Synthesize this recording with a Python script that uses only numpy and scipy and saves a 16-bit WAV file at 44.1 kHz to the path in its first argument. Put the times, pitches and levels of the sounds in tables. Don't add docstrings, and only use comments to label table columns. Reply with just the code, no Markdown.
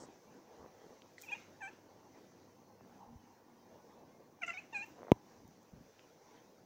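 import sys
import numpy as np
from scipy import signal
from scipy.fft import rfft, irfft, next_fast_len
from scipy.io import wavfile
from scipy.ndimage import uniform_filter1d, map_coordinates

SR = 44100
rng = np.random.default_rng(int(sys.argv[2]) if len(sys.argv) > 2 else 0)


def master(y):
    cut = np.clip(np.atleast_2d(y).T, -1, 1)
    pcm = np.round(cut * 32767)
    wavfile.write(sys.argv[1], SR, pcm.astype(np.int16))


N = 293339


def amp(db):
    return 10 ** (np.asarray(db) / 20)


def unit(x):
    return x / np.sqrt(np.mean(x ** 2) + 1e-20)


def along(points, hz):
    f, v = np.transpose(points)
    return np.interp(np.log(hz + 1), np.log(f + 1), v)


def curves(rows, t):
    s, *columns = np.transpose(rows)
    return [np.interp(t, s, column) for column in columns]


def wobble(rate, size=N):
    knots = rng.standard_normal(int(size * rate / SR) + 4)
    return map_coordinates(knots, [np.arange(size) * rate / SR])


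def filtered(x, response):
    m = next_fast_len(N + 8192)
    return irfft(rfft(x, m) * response(np.fft.rfftfreq(m, 1 / SR)), m)[..., :N]


def rush(spectrum, patchy_db):
    z = signal.stft(rng.standard_normal(N + 512), nperseg=512)[2]
    field = uniform_filter1d(rng.standard_normal(z.shape), size=4, axis=0)
    field = uniform_filter1d(field, size=8, axis=1)
    noise = signal.istft(z * amp(patchy_db * unit(field)), nperseg=512)[1][:N]
    return unit(filtered(noise, lambda hz: amp(along(spectrum, hz))))


def impulse(spectrum, size=4096):
    log_gain = np.log(amp(along(spectrum, np.fft.rfftfreq(size, 1 / SR))) + 1e-6)
    cepstrum = irfft(log_gain)
    cepstrum[1:size // 2] *= 2
    cepstrum[size // 2 + 1:] = 0
    pulse = irfft(np.exp(rfft(cepstrum)))
    return pulse / np.abs(pulse).max()


def add(track, s, sound):
    part = track[round(s * SR):][:len(sound)]
    part += sound[:len(part)]


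def ping(hz, cycles, attack=0.12):
    turns = np.arange(int(3 * cycles * SR / hz)) * hz / SR
    onset = (1 - np.exp(-turns / (attack * cycles))) ** 2
    ring = np.sin(2 * np.pi * turns) * onset * amp(-30 * turns / cycles)
    return ring / np.abs(ring).max()


def sine(hz):
    return np.sqrt(2) * np.sin(2 * np.pi * np.cumsum(hz) / SR)


# start_s, rumble_db, roar_db, treble_db
AIR_LEVELS = [(0, -61, -63.5, -70.5), (.28, -67.5, -66, -73.5), (.61, -67, -64, -73.5),
              (1.1, -68, -66.5, -73), (1.9, -65.5, -67, -75), (2.4, -67, -68.5, -75.5),
              (2.68, -66.5, -70.5, -77), (2.78, -70, -69, -78), (2.83, -63.5, -65.5, -76.5),
              (3.0, -69, -71, -77), (3.1, -71, -67.5, -77.5), (3.24, -65.5, -75, -76.5),
              (3.33, -71.5, -72, -77), (3.47, -69, -71, -79), (3.58, -64, -70, -78), (3.7, -67.5, -68, -78),
              (4.05, -66, -65, -77), (4.35, -67, -68.5, -78), (4.98, -64.5, -67.5, -74.5),
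              (5.6, -70, -70.5, -75.5), (5.9, -72, -67.5, -74), (6.1, -68, -67, -74),
              (6.35, -69.5, -68.5, -74), (6.65, -67, -66.5, -76.5)]
# start_s, level_db
WASH_LEVELS = [(0.0, -62.5), (0.18, -69.5), (0.41, -68.5), (0.55, -66.5), (0.83, -69), (1.03, -70),
               (1.26, -74), (1.39, -72.5), (2.09, -68.5), (2.17, -72.5), (2.83, -70.5), (3.02, -66),
               (3.56, -72.5), (3.8, -69.5), (3.96, -66.5), (4.35, -72.5), (5.0, -68.5), (5.22, -69.5),
               (5.7, -70.5), (5.89, -75), (6.13, -74), (6.3, -69.5), (6.65, -76)]
# frequency_hz, density_db (per Hz)
RUMBLE_COLOUR = [(15, -66), (25, -22), (59, -18.5), (92, -6), (210, 0), (241, 1), (380, -0.5), (490, -41.5),
                 (840, -120)]
ROAR_COLOUR = [(220, -20.5), (380, -5), (481, 2), (560, -2.5), (700, -5.5), (900, -20), (1400, -120)]
WASH_COLOUR = [(400, -38), (640, -10), (800, 2), (980, -1), (1150, -5.5), (1300, -20), (1690, -34),
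               (2860, -120)]
RUSTLE_COLOUR = [(760, -39), (1300, 1), (1770, 0), (2030, -1.5), (3010, -6.5), (4200, -11.5), (5460, -23),
                 (9240, -120)]
HISS_COLOUR = [(2350, -27.5), (4000, -6), (5040, -3), (6070, 2.5), (6770, -4.5), (7420, -10.5), (8500, -22),
               (11000, -22), (18700, -120)]
# start_s, end_s, rustle_lift_db, hiss_lift_db
HAZE_LIFTS = [(1.2, 1.41, 5.5, 5.5), (1.624, 1.732, 5, 1), (4.422, 4.61, 6, 4), (4.725, 4.87, 4, 2)]
HAZE_RISE_S, HAZE_FADE_S = 0.032, 0.091
RUSTLE_DB, HISS_DB = -1, -1.34


def outdoor_noise():
    t = np.arange(N) / SR
    rumble_db, roar_db, treble_db = curves(AIR_LEVELS, t)
    wash_db = curves(WASH_LEVELS, t)[0]
    lift_db = np.zeros((2, N))
    for start, end, *lifts in HAZE_LIFTS:
        swell = np.interp(t, [start - HAZE_RISE_S, start, end, end + HAZE_FADE_S], [0, 1, 1, 0])
        lift_db += np.outer(lifts, swell)
    rustle_db, hiss_db = treble_db + lift_db + [[RUSTLE_DB], [HISS_DB]]
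    shared = wobble(11)
    rumble = amp(rumble_db + .8 * shared + .9 * wobble(20)) * rush(RUMBLE_COLOUR, patchy_db=2.2)
    roar = amp(roar_db + .9 * shared + .8 * wobble(27)) * rush(ROAR_COLOUR, patchy_db=2.1)
    wash = amp(wash_db + .9 * shared + .8 * wobble(23)) * rush(WASH_COLOUR, patchy_db=2.4)
    rustle = amp(rustle_db + .9 * shared + .8 * wobble(15)) * rush(RUSTLE_COLOUR, patchy_db=2.2)
    hiss = amp(hiss_db + .6 * shared + .7 * wobble(12)) * rush(HISS_COLOUR, patchy_db=1.4)
    return rumble + roar + wash + rustle + hiss


# frequency_hz, density_db (per Hz)
SELF_COLOUR = [(4710, -27), (8000, -12), (13600, -10), (15000, 0.5), (15800, -3), (16000, -23),
               (16200, -22.5), (16400, -27)]
SELF_DB = -83


def self_noise():
    return amp(SELF_DB + .5 * wobble(10)) * rush(SELF_COLOUR, patchy_db=.6)


# start_s, level_db
HUM_LEVELS = [(0, -88), (.9, -86), (1.1, -79.5), (2.7, -79.5), (4.1, -82), (4.4, -88), (6.65, -90)]


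def hum():
    level_db = curves(HUM_LEVELS, np.arange(N) / SR)[0]
    return amp(level_db + 3.1 * wobble(7.6)) * sine(100 + 2.5 * wobble(5.1))


WISP_DB, WISP_SPREAD_DB, WISP_S = -86, -0.5, 0.077
WISP_LOW_HZ, WISP_HIGH_HZ = 897, 6650


def wisps():
    out = np.zeros(N)
    for when, high, strength, lasting, slope in rng.random((260, 5)):
        u = np.arange(int(WISP_S * (.5 + lasting) * SR))
        glide = 1 + .03 * (slope - .5) * u / len(u)
        hz = WISP_LOW_HZ * (WISP_HIGH_HZ / WISP_LOW_HZ) ** high * glide
        level = amp(WISP_DB + WISP_SPREAD_DB * (2 * strength - 3.5) - 2.8 * high)
        add(out, when * N / SR, level * np.sin(np.pi * u / len(u)) * sine(hz))
    return out


# start_s, length_s, level_db, low_hz, high_hz
RUB_STROKES = [(0, 0.066, -62.5, 4870, 8340), (0, 0.08, -61.5, 89.5, 1120), (0.592, 0.13, -63, 69.6, 310),
               (1.18, 0.096, -68.5, 3500, 8040), (1.202, .07, -75, 7000, 15000),
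               (3.072, 0.15, -64.5, 29.7, 246), (4.463, 0.026, -59.5, 5700, 7800),
               (4.855, 0.072, -76, 13500, 15600), (5.984, 0.087, -74.5, 2190, 3170),
               (4.961, 0.3, -71, 200, 1110), (5.359, 0.21, -63.5, 70, 312), (5.395, .09, -73, 320, 650),
               (5.526, 0.2, -69, 168, 328), (5.72, 0.11, -70, 300, 620), (5.85, 0.066, -69, 90, 220),
               (5.722, 0.16, -60.5, 40.3, 300), (.6, 0.11, -65.5, 300, 1160)]


def rubs():
    out = np.zeros(N)
    for s, length, db, low_hz, high_hz in RUB_STROKES:
        size = int(length * SR)
        band = signal.butter(4, [low_hz, high_hz], "bandpass", fs=SR, output="sos")
        noise = signal.sosfilt(band, rng.standard_normal(size + 4000))[4000:]
        stroke = np.sin(np.pi * (np.arange(size) / size) ** 0.39) ** 0.59
        add(out, s, amp(db + 1.1 * wobble(74, size=size)) * unit(noise) * stroke)
    return out


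# start_s, level_db, pitch_hz
GRIP_SLIPS = [(.021, -44, 376), (.036, -41.5, 470), (.086, -55, 398), (.605, -49, 344), (.628, -47, 556),
              (.645, -47, 495), (.661, -43, 530), (.817, -48.5, 490), (.842, -49.5, 446), (.865, -48, 400),
              (.906, -48.5, 433), (.929, -48.5, 517), (1.701, -50, 400), (1.733, -51, 300),
              (1.787, -53, 450), (2.809, -49.5, 700), (3.156, -49.5, 83), (4.975, -59, 476),
              (4.984, -53, 700), (4.991, -48, 603), (4.999, -58, 450), (5.0075, -45, 402),
              (5.0188, -43, 556), (5.031, -39.5, 626), (5.039, -52, 600), (5.0482, -43, 507),
              (5.059, -57, 500), (5.0685, -46, 636), (5.0705, -43, 560), (5.0825, -42, 730),
              (5.084, -52, 800), (5.0905, -43, 503), (5.099, -43, 540), (5.105, -54, 795),
              (5.112, -54, 500), (5.403, -55, 200), (5.486, -53, 190), (5.733, -47, 152), (5.768, -59, 198),
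              (5.809, -53, 170)]
# pitch_hz, level_db, decay_cycles
CASE_RINGS = [(920, -8.5, 2.6), (1940, -15.5, 4.8), (2590, -32, 4.9)]


def grip():
    out = np.zeros(N)
    faint = rng.random((170, 3)) * [N / SR, 9, 500] + [0, -66, 260]
    for s, db, hz in [*GRIP_SLIPS, *faint]:
        add(out, s, -amp(db) * ping(hz, cycles=1.78, attack=0.26))
        sharp_db = 7 * np.log2(hz / 550)
        for ring_hz, ring_db, cycles in CASE_RINGS:
            add(out, s, -amp(db + ring_db + sharp_db) * ping(ring_hz, cycles, attack=0.18))
    return out


# start_s, end_s, pitch_hz, level_db
DRONE_TONES = [(.66, .87, 1980, -81), (2.2, 2.43, 1990, -86), (2.604, 3.25, 191.7, -74),
               (2.8, 2.98, 235, -71), (3.06, 3.17, 235, -65), (3.21, 3.28, 240, -67),
               (3.5, 3.66, 234.3, -66.5), (3.906, 4.197, 239, -74), (4.1, 4.28, 2130, -86)]


def drones():
    t = np.arange(N) / SR
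    out = np.zeros(N)
    for start, end, hz, db in DRONE_TONES:
        swell = np.sin(np.pi * np.clip((t - start) / (end - start), 0, 1)) ** 0.5
        out += swell * amp(db + 4.1 * wobble(12)) * sine(hz + 2.12 * wobble(8))
    return out


# start_s, level_db, pitch_hz, decay_cycles
CLAW_PLUCKS = [(1.0203, -46, 2980, 2.1), (1.0225, -58, 900, 0.99), (1.181, -45.5, 1980, 12.5),
               (1.183, -53, 4020, 6.5), (5.111, -56, 3000, 3.5), (1.288, -52, 2500, 5),
               (5.994, -47, 2520, 2)]


def claws():
    out = np.zeros(N)
    for s, db, hz, cycles in CLAW_PLUCKS:
        add(out, s, amp(db) * ping(hz, cycles))
    return out


# frequency_hz, t60_s
ROOM_DECAY = [(500, 0.18), (1500, 0.6), (2500, 0.38), (6000, 0.95), (9000, 0.77)]
ROOM_DB = -13.5
NEAR_T60_S = .23
BLUR = .55


def room(x):
    hz, t, z = signal.stft(rng.standard_normal((2, SR // 3)), SR, nperseg=256)
    t60 = np.array([NEAR_T60_S + 0 * hz, along(ROOM_DECAY, hz)])[..., None]
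    tails = signal.istft(z * amp(-60 * t / t60), SR, nperseg=256)[1]
    tails /= np.linalg.norm(tails, axis=1, keepdims=True)
    near_path = np.sqrt(1 - BLUR) * x
    far_path = np.sqrt(BLUR) * unit(wobble(800)) * x
    delayed = np.pad([near_path, far_path], ((0, 0), (200, 0)))
    return signal.fftconvolve(delayed, tails, axes=1).sum(0)[:N]


# start_s, level_db
TICK_SNAPS = [(1.2157, -43), (1.2184, -45), (1.2217, -38.5), (1.2463, -52), (1.261, -56), (1.3145, -54),
              (1.402, -60), (4.859, -59), (4.8655, -56), (4.895, -58.5), (5.478, -55), (5.631, -60)]
# frequency_hz, density_db (per Hz)
SNAP_COLOUR = [(1760, -58), (3000, -4), (4760, -4), (6530, 9), (10100, -6), (13500, 0), (14900, 11),
               (16000, -10.5)]
CRACKLE_S, CRACKLE_LENGTH_S, CRACKLE_DB, CRACKLE_SPREAD_DB = 1.208, 0.065, -55, 9


def claw_ticks():
    out, snap = np.zeros(N), impulse(SNAP_COLOUR, size=256)
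    patter = rng.random((14, 2)) * [CRACKLE_LENGTH_S, -CRACKLE_SPREAD_DB] + [CRACKLE_S, CRACKLE_DB]
    ticks = [*TICK_SNAPS, *patter]
    for (s, db), (gap, less) in zip(ticks, rng.random((len(ticks), 2))):
        add(out, s, amp(db) * snap)
        add(out, s + .0002 + 0.00035 * gap, -amp(db - 1.5 - 6 * less) * snap)
    return out


# time_s, pitch_hz, effort_db, opening_db
CHIRPS = [
    [(1.232, 824, -78, 10), (1.237, 822, -64.5, 9.5), (1.255, 755, -73, 6)],
    [(1.262, 893, -80, 13), (1.268, 913, -71, 8), (1.283, 845, -64, 7), (1.289, 834, -70.5, 23.5),
     (1.299, 864, -66, 15.5), (1.304, 920, -58, 4.5), (1.317, 950, -52, -6)],
    [(1.317, 831, -63, 17), (1.321, 821, -53.5, 13), (1.336, 815, -56, 19), (1.34, 841, -53.5, 8),
     (1.346, 872, -63, 12), (1.35, 935, -54, -3), (1.357, 932, -62, 6), (1.364, 850, -56, -12)],
    [(1.606, 914, -59, -19), (1.613, 849, -57, -6), (1.621, 886, -50.5, -11), (1.623, 790, -54.5, 0.5),
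     (1.64, 778.5, -52, 1.5), (1.66, 779, -54.5, 4), (1.674, 791, -55.5, 2), (1.677, 867, -54, -2),
     (1.686, 880, -58, 1.5), (1.692, 850, -58.5, -3), (1.698, 790, -60, -4)],
    [(4.414, 765, -60, -24), (4.421, 791, -58, 17), (4.425, 730, -53.5, 3), (4.432, 702, -52, 11),
     (4.437, 669, -53, 19.5), (4.443, 682, -54.5, 1), (4.449, 670, -63, 20), (4.456, 657, -66, 2),
     (4.466, 714, -65, 8), (4.476, 730, -67, 8)],
    [(4.477, 727, -60, -2), (4.481, 704, -55.5, 15.5), (4.488, 697, -55, 9), (4.493, 682, -55, 10.5),
     (4.506, 678, -58, 20), (4.511, 692, -59, 2), (4.519, 678, -64, 15), (4.527, 694, -67, 14)],
    [(4.528, 850, -79, 24), (4.534, 877, -68, 14), (4.541, 743, -57.5, 9), (4.555, 742, -59, 4),
     (4.569, 741, -59.5, 4.5), (4.575, 756, -61.5, 19.5), (4.585, 875, -64, 18), (4.594, 842, -64, 16),
     (4.603, 810, -77, 13)],
    [(4.726, 888, -63, -2), (4.733, 915, -51.5, -1), (4.741, 910, -49, -3), (4.744, 850, -51, -11)],
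    [(4.744, 838, -56, 9), (4.75, 830, -54, 13), (4.764, 821, -55.5, 17), (4.77, 812, -54, 16),
     (4.776, 789, -54.5, 11), (4.782, 784, -56.5, 7.5), (4.797, 818, -59, 14.5), (4.803, 814, -60, 11),
     (4.823, 819, -57.5, 12), (4.826, 905, -55, 7), (4.833, 902, -59.5, 14.5), (4.841, 900, -54, -3),
     (4.848, 880, -60, 8)],
]
# second_harmonic_db, fourth_over_mouth_db, upper_harmonics_db,
# upper_tilt_db (per octave), throat_ring_db (extra), low_ring_db (extra)
CHIRP_COLOURS = [(-70, 11, -71, -2, 0, -1), (-60, 5, -74, -10, 0, -5), (-57.5, 6.5, -66, 8, 8, -5),
                 (-53, 2, -67.5, 10, 10.5, 5), (-51.5, -3, -65, -4, 8, -8), (-45, -4.5, -62.5, -4, 5, -4),
                 (-57, -6, -63, -15, 3, -6), (-61.5, 8, -64, -3, 1, -3), (-53.5, -8.5, -63.5, -6, 3, -0.5)]
BREATH_SHARES = [.6, .55, .6, .12, .7, .55, .4, .12, .1]
# frequency_hz, density_db (per Hz)
BREATH_COLOUR = [(3300, -14), (4500, -10), (6200, 3), (7800, -25), (9000, -34), (12000, -29), (16000, -45)]
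# frequency_hz, gain_db
MOUTH_GAIN = [(1500, -30), (2000, -4), (2500, 9.5), (2850, -4.5), (3200, -18.5), (4000, -19)]
# frequency_hz, gain_db
THROAT_GAIN = [(3400, -7), (4100, -1.5), (4900, -22), (5500, -10.5), (5900, -9), (6300, -3), (6700, -3),
               (7000, -7), (7400, -5), (7800, -7), (8200, -18), (8900, -22.5), (12000, -31)]
RING_HZ, RING_WIDTH_HZ = 6330, 360
LOW_RING_HZ, LOW_RING_WIDTH_HZ = 4100, 340
USUAL_DB = -55
SECOND_GROWS, UPPER_GROWS = 1.66, 0.57
UPPER_OPENS = 0.27
HIGH_HZ, HIGH_THINS = 817, 0.029
TOP_THINS = 1.2
GLIDE_DULLS = .0006
DRIFT_DB = 4


def cat(jitter=0.0021, fade=.002):
    out = np.zeros(N)
    order = np.arange(1, 15)[:, None]
    high = order[4:]
    air = rush(BREATH_COLOUR, patchy_db=7.0)
    for note, colour, breathy in zip(CHIRPS, CHIRP_COLOURS, BREATH_SHARES):
        second_db, fourth_db, upper_db, tilt_db, ring_db, low_ring_db = colour
        start, end = note[0][0], note[-1][0]
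        t = np.arange(start - fade, end + fade, 1 / SR)
        pitch, effort_db, open_db = curves(note, t)
        push_db = effort_db - USUAL_DB
        thin_db = HIGH_THINS * np.maximum(pitch - HIGH_HZ, 0)
        top_db = upper_db + UPPER_GROWS * push_db + UPPER_OPENS * open_db - TOP_THINS * thin_db
        top = amp(top_db)
        glide = uniform_filter1d(np.abs(np.gradient(pitch)) * SR, size=200)
        steady = amp(-GLIDE_DULLS * glide)
        phase = 2 * np.pi * np.cumsum(pitch * (1 + jitter * wobble(184, size=len(t)))) / SR

        mouth = amp(along(MOUTH_GAIN, order[2:4] * pitch) + [0 * t, fourth_db - thin_db])
        drift = np.array([wobble(42, size=len(t)) for _ in high])
        ring = ring_db * np.exp(-((high * pitch - RING_HZ) / RING_WIDTH_HZ) ** 2)
        low_ring = low_ring_db * np.exp(-((high * pitch - LOW_RING_HZ) / LOW_RING_WIDTH_HZ) ** 2)
        throat_db = along(THROAT_GAIN, high * pitch) + tilt_db * np.log2(high)
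        upper = amp(throat_db + DRIFT_DB * drift + ring + low_ring)

        first_gain = amp(effort_db)
        second_gain = amp(second_db + SECOND_GROWS * push_db - thin_db)
        mouth_gains = amp(effort_db + open_db) * mouth / np.linalg.norm(mouth, axis=0)
        upper_gains = np.sqrt(1 - breathy) * top * steady * upper / np.linalg.norm(upper, axis=0)
        gains = np.vstack([first_gain, second_gain, mouth_gains, upper_gains])
        lag = 2 * np.pi * rng.random(order.shape)
        tone = np.sqrt(2) * np.sum(gains * np.cos(order * phase - lag), axis=0)
        tone *= 1 + amp(-22 + 11 * breathy) * wobble(700, size=len(t))
        tone += np.sqrt(breathy) * top * air[round(start * SR):][:len(t)]
        edge = np.clip(np.minimum(t - t[0], t[-1] - t) / (2 * fade), 0, 1)
        add(out, t[0], tone * np.sin(edge * np.pi / 2) ** 2)
    return out


# start_s, level_db
KNOCK_BLOW = (5.1183, -5.5)
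# frequency_hz, density_db (per Hz)
BLOW_COLOUR = [(15, -49), (30, -26.5), (60, -9), (120, 1.5), (220, 3.5), (390, 2), (730, -7), (960, -11.5),
               (1400, -29.5), (1850, -32), (2160, -22.5), (3480, -30.5), (4900, -49.5), (6560, -37),
               (9240, -65), (10800, -45), (15200, -52), (16500, -62)]


def knock(lag_hz=45):
    blow, shell = np.zeros(N), np.zeros(N)
    start, db = KNOCK_BLOW
    add(blow, start, amp(db) * impulse(BLOW_COLOUR))
    add(shell, start + 0.0015, amp(-36.0) * ping(996, cycles=15.6, attack=0.055))
    return shell + filtered(blow, lambda hz: (1j * hz - lag_hz) / (1j * hz + lag_hz))


def scene():
    near = cat() + claws() + claw_ticks()
    hand = rubs() + grip() + knock()
    tones = hum() + wisps() + drones()
    background = outdoor_noise() + self_noise()
    return (near + amp(ROOM_DB) * room(near) + hand + tones + background)[None]


def record(dry):
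    return filtered(dry, lambda hz: hz < 16670)


dry = scene()
out = record(dry)
master(out)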